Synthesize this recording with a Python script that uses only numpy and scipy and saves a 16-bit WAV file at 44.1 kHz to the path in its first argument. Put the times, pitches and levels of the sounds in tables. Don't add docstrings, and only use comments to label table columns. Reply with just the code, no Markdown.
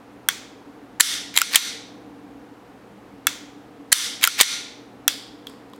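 import sys
import numpy as np
from scipy import signal
from scipy.fft import rfft, irfft, next_fast_len
from scipy.io import wavfile
from scipy.ndimage import map_coordinates

SR = 44100
rng = np.random.default_rng(int(sys.argv[2]) if len(sys.argv) > 2 else 0)


def dump_mix(stems):
    frames = np.atleast_2d(stems).T
    limited = np.clip(frames, -1, 1)
    pcm = np.round(limited * 32767).astype(np.int16)
    wavfile.write(sys.argv[1], SR, pcm)


def linear_from_db(decibels):
    return 10 ** (np.asarray(decibels, float) / 20)


N = 255322

# (time [s], strength [dB], pace before, pace after)
FALLS = [
    (1.007, 0.5, 0.96, 1.),
    (3.9269, 0, 0.97, 1.),
]
# (time the barrel unlocks [s], strength [dB], pace before, pace after)
PULLS = [
    (1.3743, -.5, 1, 1),
    (4.2392, .5, .81, .83),
]
# (time the slide shuts [s], strength [dB], pace before, pace after)
SLAMS = [
    (1.557, -1.5, 1, .9),
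    (4.4102, 2, .8, 1.12),
]
# (time [s], 2.5-6 kHz level [dB], low band above it [dB], high band above it [dB], blow t60 [s])
RESETS = [
    (0.2871, -8.5, -2, 1.5, .012),
    (0.289, -17.5, -1, -5.5, .008),
    (3.269, -8.5, -2.5, 3, .008),
    (3.2713, -12, -.5, -8.5, .008),
    (5.079, -6, -6, 3.5, .01),
    (5.082, -14, -4, -4, .008),
]
# (time from unlocking [s], then levels and t60 as for the resets)
STOP_HIT = [
    (.0422, -5.5, 1.8, 2.5, .01),
]
# (frequency [Hz], level [dB per Hz])
SLIDE_COLOUR = [(530, -50.5), (900, -15.5), (1400, -10), (2150, -1), (2800, -6), (3600, 2), (4300, 0.5),
                (5100, -5), (5980, -1), (6700, -6.5), (9800, -10.5), (10800, -18.5), (13500, -21.5),
                (15800, -33.5)]
# (frequency [Hz], level [dB per Hz])
LAST_COLOUR = [(590, -45), (1000, -18), (1800, -7.5), (2800, -10), (3360, 3), (4000, -5), (4800, -1),
               (5400, -4.5), (6060, -15), (7290, -10), (15800, -28.5)]


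def unit(x):
    return x / np.sqrt(np.mean(x ** 2) + 1e-20)


def along(points, hz):
    f, v = np.transpose(points)
    return np.interp(np.log(hz + 1), np.log(f + 1), v)


def filtered(x, response):
    m = next_fast_len(x.shape[-1] + 8192)
    spectrum = rfft(x, m) * response(np.fft.rfftfreq(m, 1 / SR))
    return irfft(spectrum, m)[..., :x.shape[-1]]


def peak(f, hz, width):
    return 1j * f * width / (hz * hz - f * f + 1j * f * width)


def wobble(rate):
    knots = rng.standard_normal(int(N * rate / SR) + 4)
    return map_coordinates(knots, [np.arange(N) * rate / SR])


def played(pattern, motions):
    return [(s + d * (before if d < 0 else after), db + force_db, *colour)
            for s, force_db, before, after in motions
            for d, db, *colour in pattern]


def contacts(rows, modes, crack_db, rough):
    span = 2048
    s, db, low_db, high_db, t60 = np.transpose(rows)[:, :, None]
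    t = np.arange(span) / SR
    rattle = rough * rng.standard_normal((len(rows), span)) * linear_from_db(-60 * t / np.clip(t60, .002, .05))
    rattle[:, 0] = 1
    strike = linear_from_db(0.33 * rng.standard_normal((len(rows), len(modes))))

    def body(f):
        response = linear_from_db(crack_db)
        for k, (hz, width, gain_db) in enumerate(modes):
            response = response + (-1) ** k * linear_from_db(gain_db) * strike[:, k, None] * peak(f, hz, width)
        return response

    rung = filtered(rattle, body)
    heads = []
    for edges in ([950, 2500], [2500, 6000], [6000, 15000]):
        band = signal.sosfilt(signal.butter(3, edges, "band", fs=SR, output="sos"), rung)
        heads.append(band / np.sqrt(np.mean(band[:, :130] ** 2, axis=1, keepdims=True)))
    low, middle, high = heads
    clicks = linear_from_db(db - 3.0) * (linear_from_db(low_db) * low + middle + linear_from_db(high_db) * high)
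    at = np.round(s * SR).astype(int) + np.arange(span)
    return np.bincount(at.ravel(), clicks.ravel(), N + span)[:N]


def hammer():
    # (time from the blow [s], 2.5-6 kHz level [dB], low band [dB], high band [dB], t60 [s])
    fall = [
        (-.0088, -19, 0, -5.5, .012),
        (-.0062, -20, 6, 6, .009),
        (-.003, -15, 3, 2, .0075),
        (0, -0.5, -7.5, 3, .015),
    ]
    # (frequency [Hz], width [Hz], level [dB])
    hammer_body = [(1835, 130, 3.5), (3150, 160, -0.5), (4300, 250, 0), (5696, 300, -5), (7400, 780, 2),
                   (9280, 350, -1), (10150, 400, 5), (13716, 680, -12), (13060, 420, -9)]
    # (frequency [Hz], level [dB per Hz])
    hammer_colour = [(530, -49), (900, -18.5), (1010, -17.5), (1440, -6), (1640, -9.5), (1800, -3),
                     (2580, -8.5), (3620, 3.5), (4030, -3), (5840, -1), (6740, -6.5), (9550, -8),
                     (15800, -25.5)]
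    blows = contacts(played(fall, FALLS), hammer_body, crack_db=-12, rough=.25)
    return room(blows, hammer_colour, wet_db=4)


def slide_shut():
    # (time from the slam [s], 2.5-6 kHz level [dB], low band [dB], high band [dB], t60 [s])
    closing = [
        (-.0303, -29, -9, -5, .014),
        (-.0252, -22, -5, -3, .012),
        (-.0206, -16, -3, -17, .007),
        (-.0122, -15, 1, -12, .007),
        (-.0094, -10, -3, -11, .008),
        (0, 4, -11, 1, .006),
        (.0044, -7.5, -5, 2, .012),
        (.0088, -10, -4, 1.5, .01),
        (.018, -11, -4, -4, .022),
    ]
    # (frequency [Hz], width [Hz], level [dB])
    shut_modes = [(1865, 270, 4), (3170, 110, -0.5), (3618, 240, -2.5), (4606, 250, 1.5), (5978, 83, -13.5),
                  (6950, 62, 5.5), (8500, 900, 1.5), (10100, 180, 1.5), (13540, 280, -8)]
    blows = contacts(played(closing, SLAMS), shut_modes, crack_db=-5.5, rough=0.49)
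    return room(blows, SLIDE_COLOUR, wet_db=-2)


def slide_drawn():
    # (time from unlocking [s], 2.5-6 kHz level [dB], low band [dB], high band [dB], t60 [s])
    unlocking = [
        (-.0323, -33, -8.5, -4, .014),
        (-.0185, -29, 3.5, -4, .008),
        (-.0128, -26, -2, 0, .008),
        (-.01, -13.5, -7.5, -4, .009),
        (0, -3, -6, -1.5, .01),
        (.0121, -11, 0, 4, .011),
        (.0238, -19.5, -3, 1, .013),
        (.0347, -23, -4.5, -2, .012),
    ]
    # (frequency [Hz], width [Hz], level [dB])
    open_modes = [(2030, 170, -2.5), (3268, 190, 5), (3970, 210, -1.5), (5800, 750, -2.5), (7260, 290, 1),
                  (8060, 200, -2.5), (11000, 430, -14.5), (14200, 360, -11.5)]
    # (frequency [Hz], width [Hz], level [dB])
    frame_modes = [(1388, 120, 10), (3330, 580, -4), (5140, 500, -7.5), (7700, 500, -3.5),
                   (11500, 500, -12.5), (14000, 500, -7)]
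    pull = contacts(played(unlocking, PULLS), open_modes, crack_db=-6.0, rough=.45)
    stop = contacts(played(STOP_HIT, PULLS), frame_modes, crack_db=-19.5, rough=.12)
    return room(pull + stop + scrape(), SLIDE_COLOUR, wet_db=-5.5)


def scrape():
    # (frequency [Hz], width [Hz], level [dB])
    rail_modes = [(2100, 800, 4.5), (3535, 1000, -3), (7000, 2300, -30.5), (12000, 5000, -25.5)]
    rise_db, fade_s = 19.5, 0.012
    # (start, full, end) from the main blow [s], level [dB]
    pull_grind, slam_grind = (-.034, .004, .042, -22), (-.048, -.016, .028, -23)
    t, level = np.arange(N) / SR, np.zeros(N)
    for (start, full, end, grind_db), motions in ((pull_grind, PULLS), (slam_grind, SLAMS)):
        for s, force_db, before, after in motions:
            knots = s + np.array([start * before, full * before, end * after, end * after + fade_s])
            heights = grind_db + force_db - rise_db * np.array([1, 0, 0, 1])
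            level += linear_from_db(np.interp(t, knots, heights, left=-120, right=-120))
    grit = rng.standard_normal(N) * linear_from_db(4.9 * wobble(400))
    return level * unit(filtered(grit, lambda f: sum(linear_from_db(g) * peak(f, c, w) for c, w, g in rail_modes)))


def trigger_reset():
    # (frequency [Hz], width [Hz], level [dB])
    bar_modes = [(613, 180, -4.5), (1100, 67, -5), (1450, 250, 6.5), (1890, 180, 7.5), (2216, 120, 0),
                 (2660, 160, 0), (3338, 133, 7), (4400, 230, -8), (5600, 160, -9), (6330, 310, -4.5),
                 (7270, 150, -13), (10606, 650, -4), (13740, 500, -19)]
    # (frequency [Hz], level [dB per Hz])
    reset_colour = [(590, -44), (1000, -6), (1260, -7.5), (1430, -2.5), (1610, -2.5), (2240, -0.5),
                    (2860, -7), (3290, 2), (4090, -4), (6960, -5), (12100, -22), (15800, -24)]
    reset = contacts(RESETS, bar_modes, crack_db=-9, rough=0.12)
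    early = np.arange(N) < 4 * SR
    return room(reset * early, reset_colour, wet_db=-4.5) + room(reset * ~early, LAST_COLOUR, wet_db=-3)


def trigger_taps():
    # (time [s], 2.5-6 kHz level [dB], low band above it [dB], high band above it [dB], t60 [s])
    taps = [
        (5.4696, -27, -12, -11.5, .010),
        (5.497, -48, 3, 2.5, 0.0119),
        (5.537, -53, 6, -8, .009),
        (5.7, -62.5, 1.5, 6, .006),
        (5.7345, -41, 2, -10, 0.0091),
        (5.762, -63, -10, 11.5, 0.0041),
    ]
    # (frequency [Hz], width [Hz], level [dB])
    blade_modes = [(1050, 120, 16.5), (2730, 300, 6), (3340, 180, 13.5), (3850, 150, 12.5), (4430, 270, -1),
                   (5500, 430, -6), (8000, 900, -32), (11900, 1500, -6.5)]
    return room(contacts(taps, blade_modes, crack_db=-5.5, rough=.25), LAST_COLOUR, wet_db=0.5)


def singing():
    top_db = -20
    resets = [(s, -40.5, top_db) for s, *_ in RESETS[::2]]
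    falls = [(s, -24.5 + db, top_db) for s, db, *_ in FALLS]
    stops = [(s, -33, top_db) for s, *_ in played(STOP_HIT, PULLS)]
    slams = [(s, -23 + db, -3.5 - 5.1 * db) for s, db, *_ in SLAMS]
    return resets + falls + stops + slams


def barrel():
    # (frequency [Hz], level [dB], t60 [s])
    barrel_modes = [(1410, -9.5, 0.63), (2150, -2, .5), (3350, -5, .5), (3620, -5, .55), (4330, -4, .52),
                    (4900, -7.5, .5), (5960, 1, .46), (13190, -5.5, .28)]
    out, t = np.zeros(N), np.arange(SR * 7 // 10) / SR
    hz, level_db, t60 = np.transpose(barrel_modes)[:, :, None]
    for s, db, top_db in singing():
        drift = np.cumsum(.05 * rng.standard_normal((len(hz), len(t))), axis=1)
        gain = linear_from_db(db + level_db + top_db * (hz > 12000) - 60 * t / t60)
        out[round(s * SR):][:len(t)] += (gain * np.sin(2 * np.pi * hz * t + drift)).sum(0)
    return out


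def room(x, colour, wet_db):
    # (delay [s], level [dB])
    walls = [(0.01, -14.5), (.0135, -29), (.019, -21), (.024, -25)]
    # (frequency [Hz], t60 [s])
    room_t60 = [(600, 0.27), (2100, 0.69), (5500, 0.6), (10000, 0.42), (15000, .35)]

    def bounces(f):
        return peak(f, 3100, 4200) ** 2 * sum(linear_from_db(db) * np.exp(-2j * np.pi * f * d) for d, db in walls)

    early = filtered(x, bounces)
    hz, t, z = signal.stft(x, SR, nperseg=256)
    energy = np.mean(np.abs(z) ** 2, axis=0, keepdims=True)
    age = t[None, :400]
    late = age - .1
    decay = linear_from_db(2 * along(colour, hz)[:, None] - 120 * late / along(room_t60, hz)[:, None])
    decay = decay * np.clip(age / 0.0049, 0, 1) ** 2
    decay = decay + linear_from_db(-14.0 - 120 * age / .1) * (hz[:, None] > 6500) * (age > 0)
    power = signal.fftconvolve(energy, decay, axes=1)[:, :len(t)]
    noise = signal.stft(rng.standard_normal(N), SR, nperseg=256)[2]
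    tail = signal.istft(noise * np.sqrt(np.abs(power)), SR, nperseg=256)[1][:N]
    return x + early + linear_from_db(wet_db) * tail


def fan():
    # (frequency [Hz], level [dB per Hz])
    air = [(12, -68.5), (20, -44), (49, -15.5), (91, -19.5), (113, -18.5), (154, -17), (286, -10),
           (329, -12.5), (460, -9.5), (644, -17.5), (720, -15), (1190, -19), (6570, -41), (14800, -47.5),
           (16100, -53)]
    # (frequency [Hz], width [Hz], rms level [dB])
    duct_modes = [(201.4, 41, -57), (285.5, 41, -49), (474, 45, -58.5), (748, 180, -59.5)]
    # (frequency [Hz], rms level [dB])
    hum_tones = [(119.5, -60.5), (238, -60)]
    t = np.arange(N) / SR
    mix = linear_from_db(-48.5) * unit(filtered(rng.standard_normal(N), lambda f: linear_from_db(along(air, f))))
    for hz, width, db in duct_modes:
        tone = unit(filtered(rng.standard_normal(N), lambda f: peak(f, hz, width) ** 2))
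        mix += linear_from_db(db + 1.7 * wobble(1.8)) * tone
    for hz, db in hum_tones:
        mix += np.sqrt(2) * linear_from_db(db + 1.5 * wobble(3.4)) * np.sin(2 * np.pi * hz * t)
    return mix


def scene():
    action = hammer() + slide_shut() + slide_drawn() + trigger_reset() + trigger_taps()
    return (action + barrel() + fan())[None]


def ducking():
    # (delay [s], depth [dB], hold [s], recovery [s])
    after_fall, after_pull = (0.0019, 12.5, 0.016, .11), (.004, 7.5, .024, 0.11)
    after_slam = (.003, 10, .037, .085)
    t, cut_db = np.arange(N) / SR, np.zeros(N)
    for (delay, db, hold, back), motions in ((after_fall, FALLS), (after_pull, PULLS), (after_slam, SLAMS)):
        for s, force_db, *_ in motions:
            age = t - s - delay
            fall = 1 - np.exp(-np.clip(age, 0, None) / 0.0031)
            recovery = np.clip(1 - (age - hold) / back, 0, 1)
            cut_db = np.maximum(cut_db, (db + 0.67 * force_db) * fall * recovery)
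    return cut_db


def band_limit(x):
    return signal.sosfilt(signal.butter(12, 16250, fs=SR, output="sos"), x)


def record(dry):
    x = dry * linear_from_db(-ducking())
    clipped = x / (1 + np.abs(x / .9) ** 8) ** (1 / 8)
    thump = filtered(clipped - x, lambda f: 1 / (1 + (f / 300) ** 4))
    return band_limit(clipped - .6 * thump)


dry = scene()
out = record(dry)
dump_mix(out)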